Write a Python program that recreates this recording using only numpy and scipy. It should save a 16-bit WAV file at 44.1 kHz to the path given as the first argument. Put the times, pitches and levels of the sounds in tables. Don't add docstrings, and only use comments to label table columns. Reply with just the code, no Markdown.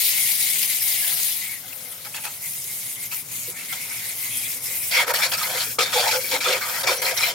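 import sys
import numpy as np
from scipy import signal
from scipy.fft import rfft, irfft, next_fast_len
from scipy.io import wavfile

SR = 44100
rng = np.random.default_rng(int(sys.argv[2]) if len(sys.argv) > 2 else 0)


def output_pcm(signal):
    pcm = np.clip(np.atleast_2d(signal).T, -1, 1) * 32767
    wavfile.write(sys.argv[1], SR, np.round(pcm).astype(np.int16))


def attenuation_scalar(level_db):
    decades = np.asarray(level_db, float) / 20
    return 10 ** decades


N = 323694

# frequency in Hz, level in dB per Hz.
SPLASH_SPECTRUM = [(760, -113), (1300, 2), (1890, 3.5), (2360, 7), (2880, -2), (3560, 4.5), (7480, -11),
                   (10000, -48), (13000, -46), (22000, -120)]
# frequency in Hz, likeness from -1 to 1.
SPRAY_LIKENESS = [(60, 1), (180, 0.99), (550, 1), (1650, 0.29), (4970, 0.37), (15000, 0.25)]
# frequency in Hz, likeness from -1 to 1.
METAL_LIKENESS = [(60, 1.0), (180, 0.73), (550, 1), (1650, 0.34), (4970, 0.53), (15000, 0.03)]


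def rms_one(x):
    return x / np.sqrt(np.mean(x ** 2) + 1e-20)


def in_time(rows):
    s, *columns = np.transpose(rows)
    return [np.interp(np.arange(N) / SR, s, c) for c in columns]


def at_hz(points, hz):
    table_hz, value = np.transpose(points)
    return np.interp(np.log(hz), np.log(table_hz), value)


def drift(depth_db, rate):
    r = np.exp(-80 * np.pi * rate / SR)
    slow = signal.lfilter([1], [1, -2 * r, r * r], rng.standard_normal(N // 40 + 2002))
    slow = slow[2000:]
    return np.interp(np.arange(N) / 40, np.arange(len(slow)), attenuation_scalar(depth_db * rms_one(slow)))


def stereo(pair, likeness, hz):
    alike = np.clip(at_hz(likeness, hz), -0.99, 0.99)
    return np.sqrt(1 + alike) * pair[0] + np.sqrt(1 - alike) * pair[1] * [[1], [-1]]


def panned(x, pan_db):
    return x * attenuation_scalar(pan_db / 2 * np.array([[1], [-1]]))


def coloured(source, spectrum, likeness, patchy_db, rate):
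    low_hz, top_hz = spectrum[0][0], spectrum[-1][0]
    edges = np.geomspace(low_hz, top_hz, round(3 * np.log2(top_hz / low_hz)) + 1)
    out = 0
    for k, (low, high) in enumerate(zip(edges, edges[1:])):
        band = signal.butter(2, [low, high], "band", fs=SR, output="sos")
        pair = signal.sosfilt(band, source[k % 2])
        hz = np.sqrt(low * high)
        out = out + attenuation_scalar(at_hz(spectrum, hz)) * drift(patchy_db, rate) * stereo(pair, likeness, hz)
    return rms_one(out)


def mode(x, hz, width):
    r = np.exp(-np.pi * width / SR)
    return signal.lfilter([1 - r * r, 0, r * r - 1], [2, -4 * r * np.cos(2 * np.pi * hz / SR), 2 * r * r], x)


def resonant(source, modes, likeness, wander_db, rate):
    out = 0
    for k, (hz, width, db) in enumerate(modes):
        fed = source[k % 2] * (drift(wander_db, rate) * attenuation_scalar(db) / np.sqrt(width))
        out = out + stereo(mode(fed, hz, width), likeness, hz)
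    return rms_one(out)


def drops(per_s, spread_db):
    sizes = attenuation_scalar(spread_db * np.minimum(rng.exponential(1, (2, 2, N)), 5)) * rng.standard_normal((2, 2, N))
    return sizes * (rng.random((2, 2, N)) < per_s / SR) + 1e-18


def spurts(per_s, decay_s, size):
    landing = size * np.minimum(rng.exponential(1, N), 2) * (rng.random(N) < per_s / SR)
    return rms_one(1 + signal.lfilter([1], [1, -np.exp(-1 / (decay_s * SR))], landing))


def surroundings():
    # frequency in Hz, level in dB per Hz.
    far_spectrum = [(30, -40), (50, -35), (65, -40), (80, -16), (100, 1), (125, -5.5), (160, 0.5),
                    (200, -6.5), (265, -12), (310, -14.5), (400, -9), (500, -8), (1000, -10.5), (1900, -13)]
    # time in seconds, level in dB.
    far_swell = [
        (0.0, -50),
        (1.9, -52.5),
        (6.03, -48),
        (7.34, -50),
    ]
    # frequency in Hz, width in Hz, level in dB.
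    hum_modes = [(119.3, 6.1, 25.1), (262.4, 4.2, 17.2)]
    air = rng.standard_normal((2, 2, N))
    rumble = coloured(air, far_spectrum, SPRAY_LIKENESS, patchy_db=1.47, rate=2.8)
    hum = resonant(air, hum_modes, SPRAY_LIKENESS, wander_db=2.5, rate=1.3)
    return attenuation_scalar(in_time(far_swell)[0]) * (rumble + attenuation_scalar(-7) * hum)


def slap():
    start_s, level_db, top_hz, decay_s = 5.7855, -19, 1800, 0.007
    age = np.arange(N) / SR - start_s
    burst = rng.standard_normal(N) * (age > 0) * np.exp(-np.abs(age) / decay_s) + 1e-18
    knock = signal.sosfilt(signal.butter(2, [340, top_hz], "band", fs=SR, output="sos"), burst)
    return attenuation_scalar(level_db) * knock / np.sqrt(top_hz / SR * 2)


def breaks_db():
    # deepest point in seconds, length in seconds, loss in dB (negative: a brief surge).
    breaks = [(0.044, 0.027, 0.5), (0.15, 0.037, 2), (0.189, 0.019, -0.5), (0.408, 0.021, -2.5),
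              (.58, .04, 0.5), (0.615, .03, 0.5), (0.726, .04, -0.5), (.9, .03, -1.5), (0.972, 0.023, -0.5),
              (1.012, .05, 1), (1.25, .03, 0.5), (0.373, 0.062, 2), (0.677, 0.042, 2.5),
              (0.803, 0.044, 3.5), (1.155, 0.028, 4.5), (2.067, .04, 0.5), (2.165, 0.025, -5),
              (2.203, .04, 0), (2.254, 0.015, -4.5), (2.394, 0.052, 3.5), (2.978, 0.062, 3),
              (3.092, 0.051, 6.5), (3.236, 0.04, 6.5), (3.28, 0.063, 6), (3.542, 0.05, 7.5),
              (3.672, 0.033, 2), (3.875, 0.06, 1.5), (4.153, 0.033, 3), (4.572, 0.062, 3.5),
              (4.609, 0.05, 7.5), (4.803, 0.041, 3.5), (4.908, 0.083, 3.5), (5.054, 0.035, 24),
              (5.127, 0.014, 26), (5.282, 0.029, 9), (5.363, 0.015, 9), (5.787, 0.075, 8.5),
              (5.876, 0.092, 7.5), (6.422, 0.14, 8.5), (6.584, 0.098, 6), (6.827, 0.0064, 10),
              (6.856, 0.029, 15), (6.957, 0.041, 3.5), (6.99, 0.02, 11), (7.13, 0.026, 7),
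              (7.34, 0.052, 19)]
    snap_back = 0.92
    t = np.arange(0, N + 8, 8) / SR
    loss = 0
    for s, length, loss_db in breaks:
        side_s = np.where(t < s, length, snap_back * length)
        loss = loss + loss_db * np.exp(-(2 * (t - s) / side_s) ** 2)
    return -np.interp(np.arange(N) / SR, t, loss)


def slugs():
    # landing in seconds, gain over the stream.
    landings = [(.177, .3), (.6135, .3), (.6958, 0.27), (.9597, .3), (1.6805, 0.55), (1.729, 0.49),
                (2.4563, 0.61), (3.028, .4), (3.1433, .4), (3.2844, .3), (4.6404, .4), (5.0798, 0.24),
                (5.2225, .4), (5.3163, .3), (5.3841, 0.39), (5.8585, 0.35), (5.9334, 0.19), (6.4422, .3),
                (6.528, .3), (2.1455, 0.88), (2.2383, .5), (2.2518, 0.59), (3.1143, .5), (3.7245, 0.57),
                (4.911, 0.26), (5.1048, 0.29), (5.137, 1.4), (5.233, 0.58), (5.3358, 0.42), (5.43, 0.52),
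                (5.604, 0.43), (6.078, 0.3), (6.4059, .15), (6.6059, 0.65), (6.8713, 0.29), (7.0175, 1.2),
                (7.062, 0.32), (7.1726, 0.3), (7.233, 0.34)]
    rise_s, decay_s = 0.0007, 0.006
    s, size = np.transpose(landings)
    hits = np.zeros(N)
    hits[(s * SR).astype(int)] = np.maximum(size, 0)
    rise, decay = np.exp(-1 / (rise_s * SR)), np.exp(-1 / (decay_s * SR))
    return 1 + signal.lfilter([1 - rise], np.convolve([1, -rise], [1, -decay]), hits + 1e-18)


def contacts():
    # start in seconds, dwell in seconds, splash in dB,
    # deep drum in dB over splash, middle drum in dB over splash.
    brushes = [
        (1.005, .19, -45, -14, 0),
        (1.66, .33, -52, -8, 0.5),
        (2.044, 0.013, -37, -19, -5),
        (2.14, 0.045, -40, -17, -0.5),
        (2.239, 0.034, -38.5, -20, 0),
        (3.113, 0.012, -36.5, -35, -7.5),
        (3.5, 0.13, -56, -12, 2.5),
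        (3.85, 0.1, -54.5, -15, 4),
        (3.724, 0.015, -33.5, -20, -8),
    ]
    # as for the brushes, in seconds and dB.
    sweep_out = [(4.908, 0.081, -26.5, -22, -4.5), (4.944, 0.1, -26, -10.5, 0.5),
                 (5.062, 0.018, -29.5, 0.5, 2), (5.09, 0.031, -29, -5, 4.5), (5.138, 0.034, -28, -15, -6),
                 (5.18, 0.044, -30.5, -15, 2), (5.224, 0.041, -23, -17.5, -4.5),
                 (5.315, 0.035, -26.5, -18, -3.5), (5.375, 0.054, -28.5, -35, -5),
                 (5.425, 0.053, -33, -10, -0.5), (5.49, 0.068, -29.5, -11, -1),
                 (5.569, 0.072, -27.5, -40, -5.5), (5.66, 0.06, -35.5, -18, -38)]
    # as for the brushes, in seconds and dB.
    sweep_back = [(5.784, 0.042, -17.5, -12.5, -9.5), (5.855, 0.07, -30.5, -17, -5.5),
                  (5.926, 0.085, -22.5, -17, -5.5), (6.02, 0.047, -25.5, -8.5, 0.5),
                  (6.07, 0.033, -23.5, -28, -13), (6.109, 0.05, -23, -10, -9), (6.2, 0.11, -32.5, -9, -15),
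                  (6.311, 0.053, -24, -10.5, -7.5), (6.402, 0.044, -25, -36, -11), (6.44, .1, -23, -7, -4),
                  (6.55, 0.025, -26.5, -14, -4), (6.606, .215, -31, -13.5, -2),
                  (6.831, 0.016, -24, -9.5, -2), (6.865, 0.066, -24.5, -6.5, -4.5),
                  (6.954, 0.046, -31, -8, -7.5), (7.019, 0.029, -30.5, -3.5, -2),
                  (7.05, 0.072, -26, -10, -6), (7.163, 0.063, -27.5, -15, -6.5),
                  (7.22, 0.097, -26, -14, -7)]
    attack_s = np.array([[0.006], [0.016], [0.006]])
    release_db_per_s = np.array([[401], [302], [319]])
    out, t = np.zeros((3, N)), np.arange(N) / SR
    for s, dwell, splash_db, deep_db, middle_db in brushes + sweep_out + sweep_back:
        span = slice(int(s * SR), int((s + dwell) * SR) + SR // 4)
        age = t[span] - s
        level_db = splash_db + np.array([[0], [deep_db], [middle_db]])
        level_db = level_db - release_db_per_s * np.maximum(age - dwell, 0)
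        swell = np.clip(age / attack_s, 0, 1)
        out[:, span] = np.hypot(out[:, span], swell * attenuation_scalar(level_db))
    return out


def singing():
    # start in seconds, length in seconds, pitch in Hz, level in dB.
    sung_notes = [(1.726, .009, 2500, -38.5), (2.435, 0.052, 2120, -42), (2.965, 0.043, 2110, -44),
                  (3.112, 0.031, 2590, -38), (3.476, 0.032, 485, -46), (3.538, 0.086, 2200, -44.5),
                  (3.72, 0.034, 1340, -44), (3.77, 0.092, 2170, -41.5), (3.905, 0.085, 2240, -40.5),
                  (4.09, 0.04, 2400, -44), (4.22, 0.1, 2050, -46), (4.331, 0.19, 3250, -44.5),
                  (4.947, 0.084, 2200, -29), (4.957, 0.062, 3400, -29.5), (5.077, 0.065, 508, -41),
                   (5.099, 0.034, 940, -32), (5.217, 0.046, 2260, -25), (5.334, 0.022, 4650, -29),
                   (5.33, 0.047, 1290, -38.5), (5.577, 0.09, 3120, -39), (5.783, 0.043, 1270, -25),
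                   (5.786, 0.032, 474, -31), (5.788, 0.049, 2300, -43), (5.793, 0.12, 3630, -32.5),
                   (5.929, 0.12, 3490, -29), (5.94, 0.083, 492, -29.5), (5.954, 0.048, 850, -28),
                   (5.978, 0.064, 4600, -30), (6.035, 0.03, 780, -31), (6.125, 0.04, 1400, -30.5),
                   (6.147, 0.048, 512, -27.5), (6.318, 0.029, 2250, -32), (6.325, 0.087, 286, -48),
                   (6.317, 0.045, 910, -31), (6.456, 0.053, 1290, -29), (6.524, 0.018, 3500, -30),
                   (6.865, 0.055, 2300, -26.5), (6.867, 0.076, 1360, -37), (6.902, 0.033, 5730, -33),
                   (7.174, 0.016, 5700, -26), (7.214, 0.061, 2370, -35), (7.215, 0.068, 4040, -29),
                  (1.634, 0.027, 1500, -53),
        (3.484, .028, 380, -49),
        (5.426, 0.025, 4200, -31.5),
        (6.2, .12, 493, -53),
        (6.47, 0.081, 385, -40.5),
        (6.615, 0.096, 1210, -37),
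        (6.729, 0.059, 1900, -36),
        (6.867, 0.051, 387, -41.5),
        (7.121, 0.025, 676, -35),
                  (4.982, .046, 3200, -30), (5.091, 0.017, 526, -37), (5.11, 0.017, 560, -30),
             (5.138, .016, 537, -36), (5.139, 0.017, 1780, -29.5), (5.155, .04, 3020, -36),
             (5.215, .03, 3500, -30), (5.235, .035, 2940, -39), (5.331, 0.036, 2550, -31.5),
             (5.379, 0.022, 5430, -32.5), (5.411, .03, 1260, -32.5), (5.438, 0.032, 2090, -32.5),
             (5.46, 0.057, 506, -47), (5.557, 0.035, 2120, -35), (5.601, 0.022, 4230, -28.5),
             (5.61, 0.039, 3230, -40), (5.668, .015, 447, -46), (5.697, .03, 520, -52),
             (5.797, .03, 2900, -42), (6.066, .035, 880, -25.5), (6.074, 0.023, 3970, -29),
             (6.19, 0.034, 2110, -40), (6.24, .032, 2300, -36), (6.33, 0.052, 3870, -33),
             (6.35, 0.021, 2170, -27.5), (6.403, .022, 3870, -37), (6.404, .03, 2300, -33.5),
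             (6.442, 0.049, 3500, -31), (6.445, 0.034, 2410, -29), (6.49, .06, 510, -38),
             (6.514, 0.031, 4280, -32), (6.535, 0.031, 2250, -28), (6.617, 0.033, 2190, -32.5),
             (6.614, .04, 4260, -37), (6.768, 0.023, 2000, -37), (6.833, 0.019, 3720, -33.5),
             (6.873, 0.055, 3586, -31.5), (6.895, .03, 522, -38), (6.916, 0.015, 1300, -28),
             (7.046, .028, 4200, -28.5), (7.062, .05, 2440, -33), (7.172, .024, 3880, -31),
             (7.186, 0.05, 2250, -31.5), (7.231, 0.019, 2410, -21.5), (7.26, .066, 3500, -39),
             (7.263, .05, 677, -38),
                  (1.015, .06, 690, -54), (1.08, 0.055, 793, -52), (1.146, .06, 715, -55.5),
                   (1.635, 0.04, 764, -54), (1.68, 0.0071, 3300, -44), (2.059, 0.039, 835, -50.5),
                   (2.06, 0.014, 1350, -48), (2.138, 0.018, 2670, -39), (2.154, 0.064, 890, -51),
                   (2.166, 0.022, 2660, -39), (2.237, 0.063, 820, -47), (2.25, 0.033, 2630, -40),
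                   (2.689, 0.057, 2130, -47), (3.033, .038, 2410, -48), (3.121, 0.033, 917, -49),
                   (3.157, 0.065, 2330, -47), (3.547, 0.087, 1820, -49), (3.588, .066, 2680, -48),
                   (4.305, 0.092, 2520, -43), (4.418, 0.084, 2430, -42), (4.298, 0.094, 3320, -45),
                   (4.449, .026, 3480, -38.5), (4.55, .1, 510, -61), (4.704, 0.043, 530, -53),
                   (0.973, .04, 2100, -36), (1.02, .12, 1700, -45), (1.253, 0.056, 1710, -50),
                   (1.413, 0.053, 2030, -40), (1.521, 0.07, 1950, -45), (1.688, .08, 2120, -54),
                   (1.85, 0.05, 2110, -50.5),
                  (4.935, .06, 5260, -33), (5.0, 0.039, 1940, -29), (5.005, 0.026, 3440, -34),
              (5.02, 0.021, 610, -37), (5.155, 0.013, 5400, -37), (5.186, .018, 5450, -34),
              (5.22, 0.022, 5400, -31), (5.975, .035, 730, -28.5), (5.99, 0.027, 595, -32),
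              (6.062, 0.043, 730, -34), (6.13, 0.057, 856, -36.5), (6.33, 0.042, 504, -33),
              (6.355, 0.028, 823, -37), (6.875, .04, 4570, -30), (6.885, 0.013, 1050, -28),
              (6.98, 0.035, 5800, -33), (6.892, 0.023, 2350, -28), (7.235, 0.055, 3000, -36),
              (7.28, .02, 3900, -35), (7.28, .015, 5500, -32)]
    # frequency in Hz, left over right in dB.
    note_pan = [(400, -3), (700, -1.5), (1300, 1), (2400, 4), (4400, 0.5)]
    dry_below_hz = 1200
    notes = sung_notes
    out, water = np.zeros((2, N)), rng.standard_normal((len(notes), 2, 8192))
    for pair, (s, length, hz, db) in zip(water, notes):
        width = 11.7 + 0.097 * hz * min(hz / dry_below_hz, 1)
        rung = mode(mode(pair * [[1], [0.7]], hz, width), hz, width)
        tone = stereo(rung, METAL_LIKENESS, hz)
        at = round(s * SR)
        count = min(round(1.3 * length * SR), N - at, 7000)
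        swell = np.sin(np.pi * np.linspace(0, 1, count) ** 0.42)
        swell = swell * np.minimum(np.arange(count) * hz / SR / 2, 1)
        envelope = np.abs(signal.hilbert(tone.mean(axis=0)))[-count:]
        tone = tone[:, -count:] / (envelope + 1.2 * tone.std()) ** 0.44
        out[:, at:at + count] += attenuation_scalar(db) * panned(rms_one(swell * tone), at_hz(note_pan, hz))
    return out


def panel_modes(low_hz, high_hz, loss, count):
    pitches = np.geomspace(low_hz, high_hz, count) * (1 + 0.052 * rng.standard_normal(count))
    return [(hz, loss * hz, at_hz(SPLASH_SPECTRUM, hz) + 20 * np.log10(hz / low_hz)) for hz in pitches]


def drumming(splash, deep, middle, loss_db):
    # time in seconds, ring over splash in dB.
    solidity = [
        (0, -7),
        (4.0, 9),
        (4.9, 0),
        (7.34, 6),
    ]
    # frequency in Hz, width in Hz, level in dB.
    shell_modes = [(2250, 22, 6), (3085, 32, 3), (3640, 25, -2.5), (4200, 60, -18), (4560, 76, 5),
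                   (5170, 65, 1.5)]
    # frequency in Hz, width in Hz, level in dB.
    deep_modes = [(391, 39, -5), (514, 22, 10), (495, 72, 3)]
    # frequency in Hz, width in Hz, level in dB.
    middle_modes = [(748, 15, 2), (963, 52, 4.5), (985, 36, -21), (1290, 134, 9.5), (1512, 140, 6)]
    # frequency in Hz, level in dB per Hz.
    thud_spectrum = [(300, -54), (450, -36), (700, 10), (1000, 1.5), (1400, 8.5), (1900, 6)]
    ring = attenuation_scalar(in_time(solidity)[0])
    heavy = drops(7000, spread_db=0.5) * spurts(90, decay_s=0.0043, size=0.3)

    spatter = coloured(heavy, SPLASH_SPECTRUM, METAL_LIKENESS, patchy_db=4.0, rate=10)
    sheet_modes = panel_modes(1475, 7320, loss=0.075, count=18)
    sheet = resonant(heavy, sheet_modes, METAL_LIKENESS, wander_db=4.0, rate=40)
    shell = resonant(heavy, shell_modes, METAL_LIKENESS, wander_db=5.5, rate=9)
    bright = attenuation_scalar(-5) * spatter + attenuation_scalar(-1.5) * sheet + ring * attenuation_scalar(-12) * shell
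    bright = signal.sosfilt(signal.butter(3, 1500, "high", fs=SR, output="sos"), bright)

    low = deep * resonant(heavy, deep_modes, METAL_LIKENESS, wander_db=4.0, rate=8.2)
    low = signal.sosfilt(signal.butter(3, [330, 700], "band", fs=SR, output="sos"), low)

    thud = coloured(heavy, thud_spectrum, METAL_LIKENESS, patchy_db=2.5, rate=14)
    body = resonant(heavy, middle_modes, METAL_LIKENESS, wander_db=3.0, rate=32)
    mid = middle * (attenuation_scalar(-3.0) * thud + ring * attenuation_scalar(-5.5) * body)
    mid = signal.sosfilt(signal.butter(2, 550, "high", fs=SR, output="sos"), mid)

    out = panned(attenuation_scalar(0.29 * loss_db) * splash * bright, 1.4)
    out = out + panned(attenuation_scalar(0.22 * loss_db) * mid, -0.29)
    return out + panned(low, -1.4) + singing()


def pings():
    per_s, ring_cycles = 500, 51
    sizes = attenuation_scalar(1.5 * np.minimum(rng.exponential(1, (2, N)), 4))
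    born = (rng.random((2, N)) < per_s / SR) * sizes + 1e-18
    dealt = rng.integers(0, 16, (2, N))
    out = 0
    for k, hz in enumerate(np.geomspace(2800, 14000, num=16)):
        out = out + stereo(mode(born * (dealt == k), hz, hz / ring_cycles), SPRAY_LIKENESS, hz)
    return rms_one(out)


def spray(splash, loss_db):
    # time in seconds, force in dB, share driven between the fins in dB,
    # how squarely it meets the gaps in dB.
    jet = [(0.0, -21, -4.5, -7.5), (0.92, -23, -6, -6), (1.27, -23, -6, -17.5), (1.52, -32, -8.5, 6),
           (1.62, -39, -9, -4), (2.0, -37, -10, -10), (2.35, -33, -10, -4), (2.47, -30, -14.5, -0.5),
           (2.8, -30.5, -10.5, -4), (3.3, -31.5, -10, -3.5), (3.47, -29.5, -13.5, -1.5), (3.6, -33, -7, -5),
           (4.05, -30, -7.5, 0), (4.45, -27.5, -11.5, -2.5), (4.88, -26, -12, -0.5),
           (4.95, -28.5, 2.5, 5.5), (6.0, -31.5, -52, -5), (7.34, -30.5, -12, 17.5)]
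    # time in seconds, left over right in dB.
    aim = [(0.0, 5.5), (1.2, 5), (1.45, 5), (1.76, 7.5), (2.19, 2), (2.74, 2), (2.98, 1.5), (3.17, 4.5),
           (3.43, 2.5), (3.84, 2.5), (4.58, 2.5), (5.36, 1), (6.38, 6), (6.64, 3.5), (7.34, 3.5)]
    # frequency in Hz, level in dB per Hz.
    mist_spectrum = [(4000, -29), (5500, -4), (6800, -2.5), (8670, -1), (10000, 0), (11300, 4), (13000, -2),
                     (18000, -8.5)]
    # frequency in Hz, level in dB per Hz.
    slot_spectrum = [(500, -24.5), (900, -20.5), (1290, -32), (1670, -55), (2100, -5.5), (2570, -8),
                     (3670, -2), (6420, -4.5), (9000, -14)]
    # frequency in Hz, width in Hz, level in dB.
    gap_modes = [(1900, 290, -14), (2105, 58, -3.5), (2200, 35, -5.5), (2398, 215, -3)]
    t = np.arange(N) / SR
    force_db, share_db, square_db = in_time(jet)
    pan_db, = in_time(aim)
    rush_db = force_db + share_db
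    thrown_up = attenuation_scalar(-40) * splash
    hiss = attenuation_scalar(loss_db) * np.hypot(attenuation_scalar(force_db), thrown_up)
    fine = drops(30000, spread_db=-1.0) * spurts(90, decay_s=0.0039, size=0.2)

    flutter = attenuation_scalar(1.4 * loss_db)
    trickle = attenuation_scalar(-55)
    rush = coloured(fine, slot_spectrum, SPRAY_LIKENESS, patchy_db=2.0, rate=27)
    rush = (attenuation_scalar(rush_db) * flutter + trickle) * rush
    gaps = resonant(fine, gap_modes, SPRAY_LIKENESS, wander_db=5.0, rate=9.3)
    rush = rush + attenuation_scalar(rush_db + square_db) * flutter * gaps

    mist = coloured(fine, mist_spectrum, SPRAY_LIKENESS, patchy_db=2.0, rate=14.6)
    finest = signal.sosfiltfilt(signal.butter(3, 13000, "high", fs=SR, output="sos"), mist)
    finest_db = 0.5 + 0.84 * pan_db + 4 * (t > 4.7)
    mist = mist + (attenuation_scalar(finest_db) - 1) * finest
    thinned = np.clip((1.67 - t) / 0.35, 0, 1) * mode(mist, 6930, 1140)
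    mist = mist - 0.11 * thinned - 0.21 * thinned.mean(axis=0)

    droplets = attenuation_scalar(-12.5) * np.hypot(hiss, attenuation_scalar(-2.0) * splash) * pings()
    return panned(hiss * mist + droplets, pan_db) + panned(rush, 0.4 * pan_db)


def scene():
    # return in seconds, choking in seconds, loss in dB.
    cut_offs = [
        (5.1385, .008, 4),
        (5.7855, .012, 8),
        (7.0172, .018, 6),
    ]
    lift, loss_db, t = slugs(), breaks_db(), np.arange(N) / SR
    splash, deep, middle = contacts()
    choke_db = 0
    for s, length, db in cut_offs:
        choke_db = choke_db + db * (t < s) * np.exp(-((s - t) / length) ** 2)
    water = lift * spray(splash, loss_db) + drumming(lift * splash, deep, lift * middle, loss_db)
    return attenuation_scalar(-choke_db) * water + slap() + surroundings()


def top_cut(x):
    return signal.sosfilt(signal.butter(12, 15760, fs=SR, output="sos"), x)


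def record(dry):
    # frequency in Hz, turn in radians.
    port_turn = [(500, 0), (1500, -0.68), (2700, -0.29), (4000, .4), (6500, -1), (9000, -0.24),
                 (15000, -.4)]
    size = next_fast_len(N + 2048)
    hz = np.maximum(np.fft.rfftfreq(size, 1 / SR), 1)
    right = irfft(rfft(dry[1], size) * np.exp(1j * at_hz(port_turn, hz)), size)[:N]
    heard = signal.sosfilt(signal.cheby2(16, 50, 16450, fs=SR, output="sos"), [dry[0], right])
    return top_cut(heard)


dry = scene()
out = record(dry)
output_pcm(out)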